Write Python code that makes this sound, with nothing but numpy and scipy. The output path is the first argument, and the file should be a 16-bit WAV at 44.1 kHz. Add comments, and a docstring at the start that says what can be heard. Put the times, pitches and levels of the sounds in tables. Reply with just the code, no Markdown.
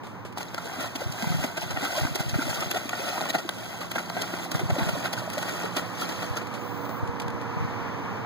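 """A horse canters through a shallow pond and out over gravel, some way off in an open field.
Hooves slap the water (shaped noise drops), crack flat (short pushes), close air cavities (ringing bubbles);
thrown water rains back as noise and small bubbles. Gravel thuds and crunches before and after the pond.
Behind it a far aircraft (filtered noise, sinking whine) swells over an engine hum, with a brief thin hiss.
Gusts push a two-port microphone, whose stereo is widened by cross-subtraction."""
import sys
import numpy as np
from scipy import signal
from scipy.fft import rfft, irfft, next_fast_len
from scipy.io import wavfile

SR = 44100
rng = np.random.default_rng(int(sys.argv[2]) if len(sys.argv) > 2 else 0)


def put_to_file(sound):
    """Save the sound as 16-bit audio at rate SR, in the file named by the first command-line argument."""
    columns = np.atleast_2d(sound).T  # one column per channel
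    safe = np.clip(columns, -1, 1)
    whole_steps = np.round(safe * 32767)
    wavfile.write(sys.argv[1], SR, whole_steps.astype(np.int16))


N = 364213
TIME_S = np.arange(N) / SR


def amp(db):
    """Decibels to gain."""
    return 10 ** (np.asarray(db) / 20)


def evened(x):
    """Scales to rms 1."""
    return x / np.sqrt(np.mean(x ** 2) + 1e-20)


def curves(rows):
    """Each column of a table, interpolated at every sample."""
    s, *columns = np.transpose(rows)
    return [np.interp(TIME_S, s, c) for c in columns]


def band(x, lo_hz, hi_hz, order=3):
    """Causal Butterworth band-pass."""
    sos = signal.butter(order, [lo_hz, hi_hz], "band", fs=SR, output="sos")
    return signal.sosfilt(sos, x)


def drift(rate_hz):
    """Smooth random wander of rms 1, with a Gaussian roll-off at the given rate."""
    size = next_fast_len(N, True)
    hz = np.fft.rfftfreq(size, 1 / SR)
    spectrum = rfft(rng.standard_normal(size)) * np.exp(-(hz / rate_hz) ** 2)
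    return evened(irfft(spectrum, size)[:N])


def colour(table, size=2048):
    """Minimum-phase taps for the common and the differing part of the ports' sound."""
    f, *columns = np.transpose(table)
    hz = abs(np.fft.fftfreq(size, 1 / SR)) + 1
    skirt = np.minimum(hz / f[0], 1) ** 2
    log_gain = np.log([skirt * amp(np.interp(np.log(hz), np.log(f), c)) for c in columns])
    return np.fft.ifft(np.exp(np.conj(signal.hilbert(log_gain)))).real


def through(x, taps):
    """Convolves row by row."""
    return signal.oaconvolve(x, taps, axes=-1)[..., :N]


def pair(common, own, likeness):
    """The common part, and a differing part that partly follows it."""
    return np.array([common, likeness * common + np.sqrt(1 - likeness ** 2) * own])


def add(mix, s, sound):
    """Mixes a sound in at s seconds."""
    part = mix[max(round(s * SR), 0):][:len(sound)]
    part += sound[:len(part)]


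# open-air spectrum: (frequency [Hz], common level [dB], differing level [dB])
AIR = [(31.7, -16, -21), (66, -35, -29.5), (98.5, -5.5, -23), (155, -14.5, -24.5), (231, -15, -29.5),
       (396, -25.5, -32.5), (643, -30.5, -35.5), (970, -27, -27), (1680, -38, -41), (2170, -43, -39.5),
       (3620, -53.5, -54.5), (6480, -58, -57), (7350, -69.5, -66), (11600, -70, -71), (15000, -64.5, -62)]
# aircraft: (time [s], roar level [dB], upper roar level [dB], share turned a quarter cycle to the right [0-1])
APPROACH = [(0, -6, -6, 0.36), (3.7, -9.5, -10, 0.67), (4.8, -1.5, -2.5, 0.97), (6.1, -2, 3, 1),
            (6.9, 1.6, -1, 0.76), (7.7, 2, 5, 0.52), (8.26, 2.5, 4, 0.4)]
RUMBLE_SHARE, RUMBLE_DB = 0.66, -2  # rumble carries farther, so it follows the approach less


def air():
    """Aircraft rumble and roar: coloured noise leaning right, wavering in the moving air."""
    common, own = rng.standard_normal((2, N))
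    near_db, upper_db, from_right = curves(APPROACH)
    # a delay between the ports turns their difference a quarter cycle
    turned = signal.hilbert(common, next_fast_len(N))[:N].imag
    c = np.clip(from_right, 0, 1)
    differing = c * turned + np.sqrt(1 - c ** 2) * own
    noise = through(np.array([common, differing]), colour(AIR))

    low, below = (signal.sosfiltfilt(signal.butter(2, hz, fs=SR, output="sos"), noise) for hz in (400, 1400))
    rumble, roar, upper = amp([RUMBLE_DB + RUMBLE_SHARE * near_db, near_db, upper_db])
    rumbling = low * rumble * amp(0.09 * drift(2.8))
    roaring = (below - low) * roar + (noise - below) * upper
    return rumbling + roaring * amp(.5 * drift(15))


# sinking whine: (time [s], frequency [Hz], level before part levels [dB])
WHINE = [(3.8, 520, -76), (4.6, 516, -51), (5.3, 501, -56.5), (6.35, 490.2, -47), (6.85, 479.2, -43.5),
         (7.3, 472.4, -44), (8.26, 455.7, -48)]
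# whine and propeller tones that sink with it: (multiple of whine frequency, relative level [dB])
WHINE_PARTS = [(1, -2), (.587, -.5), (.47, -6), (.704, -16), (.822, -14), (1.174, -17), (.235, -5)]
# engine hum: (time [s], level [dB])
HUM_LEVEL = [(0, -12), (3.2, -12.5), (4.2, -1.5), (6.2, -2.5), (6.9, -16), (8.26, -5)]
# hum lines: (frequency [Hz], relative level [dB])
HUM_LINES = [(118.4, -43.5), (177.6, -38), (355, -55)]
WHINE_RIGHT, HUM_DIFFERING = 0.4, 0.037  # differing part relative to common part


def drones():
    """Aircraft whine sinking in pitch, from the right, over an engine hum: wavering sine partials."""
    hz, db = curves(WHINE)
    phase = 2 * np.pi * np.cumsum(hz * (1 + 0.0038 * drift(8.4))) / SR
    whine = sum(amp(db + part_db + 0.5 * drift(9.3)) * np.exp(1j * k * phase) for k, part_db in WHINE_PARTS)

    clock_s = np.cumsum(1 + 0.0047 * drift(4.8)) / SR
    hum = sum(amp(db + 1.6 * drift(14)) * np.sin(2 * np.pi * hz * clock_s) for hz, db in HUM_LINES)
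    hum = hum * amp(curves(HUM_LEVEL)[0])
    return np.sqrt(2) * np.array([whine.real + hum, WHINE_RIGHT * whine.imag + HUM_DIFFERING * hum])


# thin high hiss: (time [s], level [dB])
HISS = [(6.5, -76), (6.65, -60), (6.97, -57), (7.06, -84.5)]


def hiss():
    """A faint narrow band of high noise that comes and goes."""
    noise = evened(band(rng.standard_normal((2, N)), 13900, 15500, order=2))
    return amp(curves(HISS)[0]) * noise


# gusts striking the ports: (time [s], eddy level [dB], scatter of further eddies [s])
GUSTS = [(1.065, -25, 0.082), (1.319, -19, 0.1), (1.428, -23, 0.16), (1.718, -30, 0.19), (2.052, -19, 0.07),
         (2.207, -24, 0.19), (2.361, -20, 0.071), (2.5, -30, 0.42), (4.553, -17, 0.029), (4.659, -20, 0.16),
         (4.87, -21.5, .2), (6.311, -21, .02), (7.035, -21.5, 0.12), (7.349, -30, 0.24), (7.627, -21, 0.12)]
EDDIES_PER_S = 32


def gusts(width_s=0.0042, differing=0.75, common=0.76):
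    """A gust is one or more eddies; each gives the ports one short low push of random phase."""
    out, t = np.zeros(N), np.arange(-SR // 30, SR // 30) / SR
    for s, db, length_s in GUSTS:
        eddies = rng.random((1 + int(EDDIES_PER_S * length_s), 3))
        for k, (detune, turn, place) in enumerate(eddies):
            at_s = s + length_s * (place - .5) if k else s  # the first eddy sits on time
            hz = 92 + 70 * detune
            push = np.exp(-abs(t) / width_s) * np.sin(2 * np.pi * (hz * t + turn))
            add(out, at_s + t[0], amp(db) * push)
    return out * np.array([[common], [differing]])


# hoof-falls on the gravel banks: (time [s], grit level before filter [dB], thud level [dB], grit fall [s])
GRAVEL = [(0.035, -46, -31, 0.096), (.07, -45, -37, 0.0043), (0.251, -40.5, -37, 0.029),
          (0.325, -43, -52, .006), (6.472, -36, -41, .004), (6.54, -36, -36, 0.029),
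          (6.852, -41, -37, 0.011), (6.893, -41, -30, 0.019), (7.075, -38, -42, .007),
          (7.2, -27.5, -39, 0.0057), (7.219, -34, -38, 0.0083), (7.282, -32.5, -49, 0.003),
          (7.303, -38, -50, .004), (7.413, -41, -35, 0.011)]


def gravel(grit_rise_s=0.0025, thud_fall_s=0.0052):
    """Each hoof on a bank gives a dull thud and a gritty crunch: two bands of enveloped noise."""
    grit, thud, t = np.zeros(N), np.zeros(N), np.arange(SR // 4) / SR
    for s, grit_db, thud_db, grit_fall_s in GRAVEL:
        shape = np.minimum(t / grit_rise_s, np.exp((grit_rise_s - t) / grit_fall_s))
        add(grit, s - grit_rise_s, amp(grit_db) * shape)
        add(thud, s, amp(thud_db) * np.exp(-t / thud_fall_s))
    dull = evened(band(rng.standard_normal((2, N)), 205, 670, order=2)) * np.array([[1], [.4]])
    crunch = band(rng.standard_normal((2, N)) * grit, 1400, 3450, order=1)
    return crunch + dull * thud


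# whistles: (time [s], length [s], start frequency [Hz], end frequency [Hz], level [dB])
WHISTLES = [(.474, .021, 5800, 2950, -54), (.483, .031, 8000, 2350, -52)]


def whistles(rough=1.0, waver=0.034, differing=0.7):
    """Thin whistles after the first splash swell, sputter and fade while sliding steeply down."""
    out = np.zeros(N)
    for s, length_s, start_hz, end_hz, db in WHISTLES:
        u = np.arange(0, length_s, 1 / SR) / length_s
        hz = start_hz * (end_hz / start_hz) ** u * (1 + waver * drift(300)[:len(u)])
        tone = np.sin(2 * np.pi * np.cumsum(hz) / SR)
        add(out, s, amp(db) * np.sqrt(np.sin(np.pi * u)) * tone)
    return out * (1 + rough * drift(150)) * np.array([[1], [differing]])


def bubbles(level, lo_hz, hi_hz, per_s, cycles, glide, level_db, count=48):
    """Trapped bubbles ring briefly, rising in pitch as they surface."""
    out, t = np.zeros(N), np.arange(SR // 16) / SR
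    for hz in np.geomspace(lo_hz, hi_hz, count):
        age = t * hz / cycles
        phase = 2 * np.pi * hz * t * (1 + glide * np.minimum(age, 4) / 2)
        ring = np.sin(phase) * np.exp(-age)
        for place, size in rng.random((int(per_s * N / SR / count), 2)):
            add(out, place * N / SR, size ** 2 * ring)
    return amp(level_db) * evened(out) * level * np.array([[1], [.7]])


# closing air cavities and larger bubbles: (time [s], level [dB], frequency [Hz])
GULPS = [(.582, -33, 1356), (.674, -41, 1540), (0.785, -24.5, 255), (0.953, -23.5, 265),
         (1.017, -29.5, 556), (1.228, -19.5, 215), (1.241, -34, 920), (1.401, -32, 738), (1.441, -27, 640),
         (1.443, -22, 238), (1.63, -31, 667), (1.826, -25, 260), (1.853, -29.5, 1510), (1.978, -23, 610),
         (2.047, -24, 267), (2.16, -38, 550), (2.207, -34, 730), (2.342, -34, 1450), (2.386, -18.5, 268),
         (2.393, -34, 1491), (2.422, -31.5, 1400), (2.469, -27, 283), (2.545, -34, 610), (2.58, -35, 743),
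         (2.626, -34, 1270), (2.760, -25.5, 720), (2.763, -36, 1370), (2.855, -27, 268),
         (2.994, -29.5, 385), (3.128, -30, 790), (3.156, -32, 743), (3.255, -37, 790), (3.347, -23, 700),
         (3.347, -27, 1440), (3.451, -25, 317), (3.973, -28, 289), (3.983, -28.5, 1400),
         (4.168, -27.5, 730), (4.335, -26.5, 332), (4.461, -33.5, 750), (4.612, -25.5, 339),
         (4.701, -25.5, 593), (4.764, -24, 577), (4.784, -21, 276), (4.803, -33, 677), (4.807, -20.5, 191),
         (4.892, -34, 1420), (4.953, -29, 575), (4.97, -24, 261), (5.057, -30, 1515), (5.177, -33.5, 1510),
         (5.22, -34, 610), (5.276, -29, 624), (5.374, -22, 580), (5.43, -34, 1466), (5.491, -32, 1480),
         (5.655, -35, 1314), (5.767, -40, 1420), (5.769, -22, 300), (6.021, -28.5, 1350), (6.238, -31, 660),
         (6.376, -34, 1360)]
GULP_CYCLES, GULP_RING_S = 1.47, 0.0016  # decay: some cycles plus a short time, so big ones ring longer


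def gulps(rise_s=0.00419, glide_per_s=2.4, rough=0.26, differing=0.18):
    """The hole punched by a hoof closes and rings as one ragged bubble, rising in pitch."""
    out, t = np.zeros(N), np.arange(SR // 8) / SR
    for s, db, hz in GULPS:
        fall_s = GULP_CYCLES / hz + GULP_RING_S
        shape = (1 - np.exp(-(t / rise_s) ** 2)) * np.exp(-t / fall_s)
        ring = np.sin(2 * np.pi * hz * t * (1 + glide_per_s * (t - 2 * rise_s)))
        add(out, s - rise_s / 2, amp(db) * shape / shape.max() * ring)
    return out * (1 + rough * drift(180)) * np.array([[1], [differing]])


# hooves landing flat: (time [s], level [dB], frequency [Hz])
CRACKS = [(.3740, -19.5, 865), (.5464, -29, 1100), (.9587, -30, 990), (1.4435, -24, 695),
          (1.5765, -29, 1100), (2.0503, -21, 900), (2.072, -21, 1390), (2.158, -26, 1600),
          (2.341, -24, 1400), (2.6292, -25, 786), (2.7152, -21, 1740), (2.7425, -28, 1410),
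          (2.8932, -25, 1090), (2.935, -27, 900), (3.2085, -20, 815), (3.3475, -20, 1400),
          (3.4906, -20, 1110), (3.9535, -24, 900), (3.9825, -21, 1410), (4.102, -26, 1080),
          (4.167, -21, 750), (4.338, -26, 890), (4.5178, -28, 1620), (4.5488, -19, 1400),
          (4.7038, -21, 730), (5.0598, -20, 1510), (5.1322, -24, 1900), (5.277, -32, 640),
          (5.6585, -27, 1400), (5.7665, -22.5, 1100), (6.2385, -24, 905)]
CRACK_CYCLES = 0.9
TICK_DB, TICK_FALL_S = -12.5, 0.00034  # level relative to the push


def cracks(differing=0.41, tick_differing=0.8, tick_hz=4300):
    """A flat hoof gives a sudden push that dies within a cycle or two, with a bright tick on top."""
    push, tick, t = np.zeros(N), np.zeros(N), np.arange(SR // 50) / SR
    for s, db, hz in CRACKS:
        add(push, s, amp(db) * np.sin(2 * np.pi * hz * t) * np.exp(-t * hz / CRACK_CYCLES))
        add(tick, s, amp(db + TICK_DB) * np.cos(2 * np.pi * tick_hz * t) * np.exp(-t / TICK_FALL_S))
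    return np.array([push + tick, differing * push + tick_differing * tick])


# canter strides, also used by impacts(): (time [s], slap body level [dB], slap spray level [dB],
# slap rise [s], plunge lag [s], plunge level [dB], thrown water level [dB])
STRIDES = [(0.383, -35, -37, 0.0076, 0.026, -40.5, -43.5),
           (0.9593, -32.5, -31.5, 0.0052, 0.057, -41, -38.5),
           (1.576, -30, -33, 0.0058, 0.045, -35.5, -37.5), (2.157, -30, -28, 0.0057, 0.046, -34, -37),
           (2.713, -28.5, -27.5, 0.0034, 0.058, -33.5, -38), (3.304, -30, -31.5, 0.015, 0.09, -40, -44),
           (3.9158, -32.5, -34.5, 0.0059, 0.047, -37, -41),
           (4.5169, -28.5, -30.5, 0.0032, 0.041, -35, -39.5),
           (5.133, -30.5, -30, 0.0041, 0.052, -36.5, -40), (5.768, -27.5, -29.5, 0.0037, 0.012, -31.5, -42),
           (6.373, -29, -34, 0.0069, 0.0059, -39.5, -55)]
FLIGHT_S, SWELL_S, RAIN_END_S, RAIN_FALL_S = 0.13, 0.15, 0.48, 0.092  # airborne, rains back, thins out
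FIZZ_DB, FIZZ_RISE_S, FIZZ_FALL_S = -5.5, 0.027, 1  # level relative to thrown water


def falling_water():
    """Power of the water each stride throws up: rain swells, holds and dies over a lingering fizz."""
    power, t = np.zeros(N), np.arange(2 * SR) / SR
    rain = np.clip((t - FLIGHT_S) / SWELL_S, 0, 1) * np.exp(-np.maximum(t - RAIN_END_S, 0) / RAIN_FALL_S)
    fizz = amp(FIZZ_DB) * np.minimum(t / FIZZ_RISE_S, 1) * np.exp(-t / FIZZ_FALL_S)
    for s, *_, thrown_db in STRIDES:
        add(power, s, amp(thrown_db) ** 2 * (rain ** 2 + fizz ** 2))
    return power


# other hooves and landing lumps of water:
# (time [s], body level [dB], spray level [dB], rise [s], fall [s])
SPLASHES = [(.43, -39, -39, .001, .0018), (0.5452, -29, -34.5, 0.0011, 0.0035),
            (0.582, -33, -42, 0.0051, 0.0042), (.66, -48, -49, 0.0042, 0.005),
            (0.808, -34.5, -38, 0.012, 0.042), (1.124, -50, -34.5, 0.0034, 0.0029),
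            (1.224, -29, -34.5, 0.0022, 0.0043), (1.412, -33, -36, 0.0059, 0.011),
            (1.442, -28, -33.5, 0.007, 0.0088), (1.71, -32.5, -37.5, 0.0071, 0.0082),
            (1.773, -29, -54, 0.0092, 0.007), (1.854, -30.5, -37, 0.041, 0.017),
            (1.976, -35, -34.5, 0.033, 0.035), (2.072, -41, -49, .0005, 0.0035),
            (2.295, -37.5, -35.5, 0.0071, 0.0098), (2.342, -34.5, -56, .0005, 0.031),
            (2.419, -38, -40, 0.0015, .02), (2.497, -37, -34.5, 0.004, 0.019),
            (2.546, -45, -34.5, .004, 0.014), (2.607, -33.5, -35, .005, 0.011),
            (2.627, -22, -42, 0.0039, 0.0022), (2.745, -29, -35, 0.00063, 0.0061),
            (2.893, -33, -27.5, 0.0008, 0.0024), (2.932, -30.5, -62, 0.0032, 0.012),
            (3.089, -31, -33.5, .006, 0.0091), (3.18, -34.5, -52, .005, .008),
            (3.209, -33, -39.5, .0005, 0.03), (3.256, -32, -43, 0.013, 0.022),
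            (3.351, -23, -33, 0.0097, 0.011), (3.387, -32, -38, 0.0044, 0.0054),
            (3.4916, -21.5, -27.5, 0.0005, 0.0024), (3.808, -35, -43.5, .003, 0.038),
            (3.956, -27, -41, 0.0018, .009), (3.983, -32.5, -38.5, .0008, 0.027),
            (4.099, -28.5, -37, 0.0029, 0.0027), (4.168, -31.5, -49, 0.0037, 0.03),
            (4.219, -34, -29.5, 0.003, 0.0039), (4.338, -26, -61, 0.00056, 0.0036),
            (4.445, -37.5, -41, 0.02, 0.016), (4.595, -29.5, -38.5, .003, 0.015),
            (4.705, -28, -38.5, 0.004, 0.0053), (4.785, -31, -42, .003, 0.037),
            (4.892, -32.5, -36.5, 0.0063, 0.0067), (5.06, -28, -37.5, 0.021, 0.014),
            (5.302, -39, -37, 0.0031, 0.0021), (5.334, -40, -37.5, .003, .009),
            (5.38, -32, -36.5, 0.002, 0.014), (5.429, -33, -37, 0.0092, 0.004),
            (5.492, -35, -38.5, 0.0059, 0.018), (5.657, -32.5, -45.5, 0.051, 0.02),
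            (6.018, -35.5, -36.5, 0.025, 0.027), (6.092, -29.5, -36, .003, 0.0094),
            (6.123, -36, -40.5, 0.0032, .008), (6.225, -27, -39, 0.0031, 0.0081),
            (6.415, -38.5, -60, 0.0054, 0.022)]
SLAP_FALL_S, PLUNGE_RISE_S, PLUNGE_FALL_S = 0.006, 0.018, 0.021
PLUNGE_SPRAY_DB = -4  # relative to plunge body


def impacts():
    """The leading hoof slaps, then the leg plunges, duller and longer; rows as in SPLASHES."""
    rows = []
    for s, body_db, spray_db, rise_s, lag_s, plunge_db, _ in STRIDES:
        rows.append((s, body_db, spray_db, rise_s, SLAP_FALL_S))
        rows.append((s + lag_s, plunge_db, plunge_db + PLUNGE_SPRAY_DB, PLUNGE_RISE_S, PLUNGE_FALL_S))
    return rows + SPLASHES


RAIN_SPRAY_DB = -4.5  # relative to rain body


def water_motion():
    """Strength of body and spray: each splash swells and dies above the falling water, adding in power."""
    power = amp([[0], [RAIN_SPRAY_DB]]) ** 2 * falling_water()
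    t = np.arange(-SR // 8, SR // 4) / SR
    for s, body_db, spray_db, rise_s, fall_s in impacts():
        shape = np.exp(-abs(t) / np.where(t < 0, rise_s, fall_s))
        for row, db in zip(power, (body_db, spray_db)):
            add(row, s + t[0], (amp(db) * shape) ** 2)
    return np.sqrt(power)


def drops(per_s, spread_db, mist):
    """Separate drops of uneven size in a mist of countless tiny ones."""
    size = amp(spread_db * np.minimum(rng.exponential(1, N), 4)) * rng.choice([-1, 1], N)
    landed = rng.random(N) < per_s / SR
    return evened(evened(size * landed) + mist * rng.standard_normal(N))


# splash spectrum, also used by splashing(): (frequency [Hz], common level [dB], differing level [dB])
WATER = [(155, -9, -21), (343, -7.5, -28.5), (403, -21, -10.5), (646, -7.5, -26), (880, -16.5, -15),
         (990, -29.5, -13.5), (1462, -11, -12.5), (1616, -35, -10), (1884, -12, -16.5), (2130, -28.5, -19),
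         (3230, -13.5, -11.5), (6800, -18, -17.5), (6520, -21.5, -24), (15000, -24.5, -23)]
# frequency scale of the slopping: (time [s], ratio to WATER)
SLOP_PITCH = [(.4, 1.057), (2.0, 1.05), (3.2, 1.038), (4.2, 1.05), (5.0, 1.02), (6.4, 0.97)]
SLOP_WANDER, SLOP_WANDER_HZ = 0.019, 18  # every lump of water has a size of its own


def slopping(x, split_hz):
    """The low resonances of the water slide up and down: a crossfade between scaled filters."""
    pitch = curves(SLOP_PITCH)[0] * (1 + SLOP_WANDER * drift(SLOP_WANDER_HZ))
    ratios = np.linspace(.84, 1.16, 5)
    out = np.zeros((2, N))
    for ratio, share in zip(ratios, np.eye(len(ratios))):
        taps = colour([(hz * ratio, *db) for hz, *db in WATER])
        strength = np.sqrt(np.sum(band(taps, 360, split_hz) ** 2) / 2)
        low = band(taps, 113, split_hz, order=5) / strength
        out += through(x, low) * np.interp(pitch, ratios, share)
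    return out


BOUNCE_S, BOUNCE_GAIN = 0.001486, 0.57  # spray also arrives by way of the ground


def splashing(body, spray, split_hz=2300):
    """Heavy slops make the body, fine drops the spray; both land in lumps."""
    high = band(colour(WATER), split_hz, 21609, order=5)
    high = high + BOUNCE_GAIN * np.roll(high, round(BOUNCE_S * SR), axis=1)
    high = high / np.sqrt(np.sum(high ** 2) / 2)

    slops = pair(*[drops(per_s=500, spread_db=0.5, mist=0.34) for port in range(2)], likeness=0.74)
    fine = pair(*[drops(per_s=1500, spread_db=-0.2, mist=0.62) for port in range(2)], likeness=0.52)
    clumps = drift(30)
    heavy = slops * body * amp(1.16 * clumps - 2.0)
    light = fine * spray * amp(0.59 * clumps - 3.5)
    return slopping(heavy, split_hz) + through(light, high)


def scene():
    """All sources as common and differing parts, then as the two ports."""
    background = air() + drones() + hiss() + gusts()
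    body, spray = water_motion()
    plops = bubbles(body, lo_hz=615, hi_hz=1748, per_s=50, cycles=11, glide=0.0414, level_db=-13.5)
    drips = bubbles(spray, lo_hz=2315, hi_hz=7275, per_s=450, cycles=24, glide=0.0084, level_db=-8.5)
    glugs = bubbles(body, lo_hz=247.3, hi_hz=626, per_s=20, cycles=5, glide=0.057, level_db=-13.5, count=16)
    spatter = bubbles(spray, lo_hz=2220, hi_hz=11700, per_s=330, cycles=2.5, glide=0.0089,
                      level_db=-11, count=16)
    water = plops + drips + glugs + spatter + whistles() + gulps() + cracks() + splashing(body, spray)
    common, differing = background + gravel() + water
    return np.array([common + differing, common - differing])


CROSS_SAMPLES, EDGE_HZ = 16, 15650


def treble_notches(ports, notch_hz=135, growth=0.68, shoulder_db=3, shoulder_hz=450):
    """A fixed tone filter: deep, steep-edged treble notches with raised shoulders, staggered between
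    sum and difference."""
    size = next_fast_len(N, True)
    hz, spacing_hz = np.fft.rfftfreq(size, 1 / SR), SR / CROSS_SAMPLES
    away_hz = spacing_hz * abs((hz / spacing_hz + np.array([[.5], [0]])) % 1 - .5) + 1
    width_hz = notch_hz * (hz / spacing_hz) ** growth
    shoulder = amp(shoulder_db * np.exp(-(away_hz / shoulder_hz) ** 2))
    gain = shoulder / np.sqrt(1 + (width_hz / away_hz) ** 6)
    treble = np.clip((hz - 1700) / 500, 0, 1)
    turn = np.array([[1, 1], [1, -1]]) / np.sqrt(2)  # ports to sum and difference, and back
    return turn @ irfft(rfft(turn @ ports, size) * gain ** treble, size)[:, :N]


def record(dry):
    """Widening: each port has the other's delayed sound taken from it; then notches and band limits."""
    other = np.pad(dry[::-1], ((0, 0), (CROSS_SAMPLES, 0)))[:, :N]
    wide = treble_notches(dry - .99 * other)
    wide = signal.sosfilt(signal.butter(2, 45, "high", fs=SR, output="sos"), wide)
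    lowpass = signal.firwin(511, EDGE_HZ, window=("kaiser", 9), fs=SR)
    return signal.oaconvolve(wide, lowpass[None], "same")


dry = scene()
out = record(dry)
put_to_file(out)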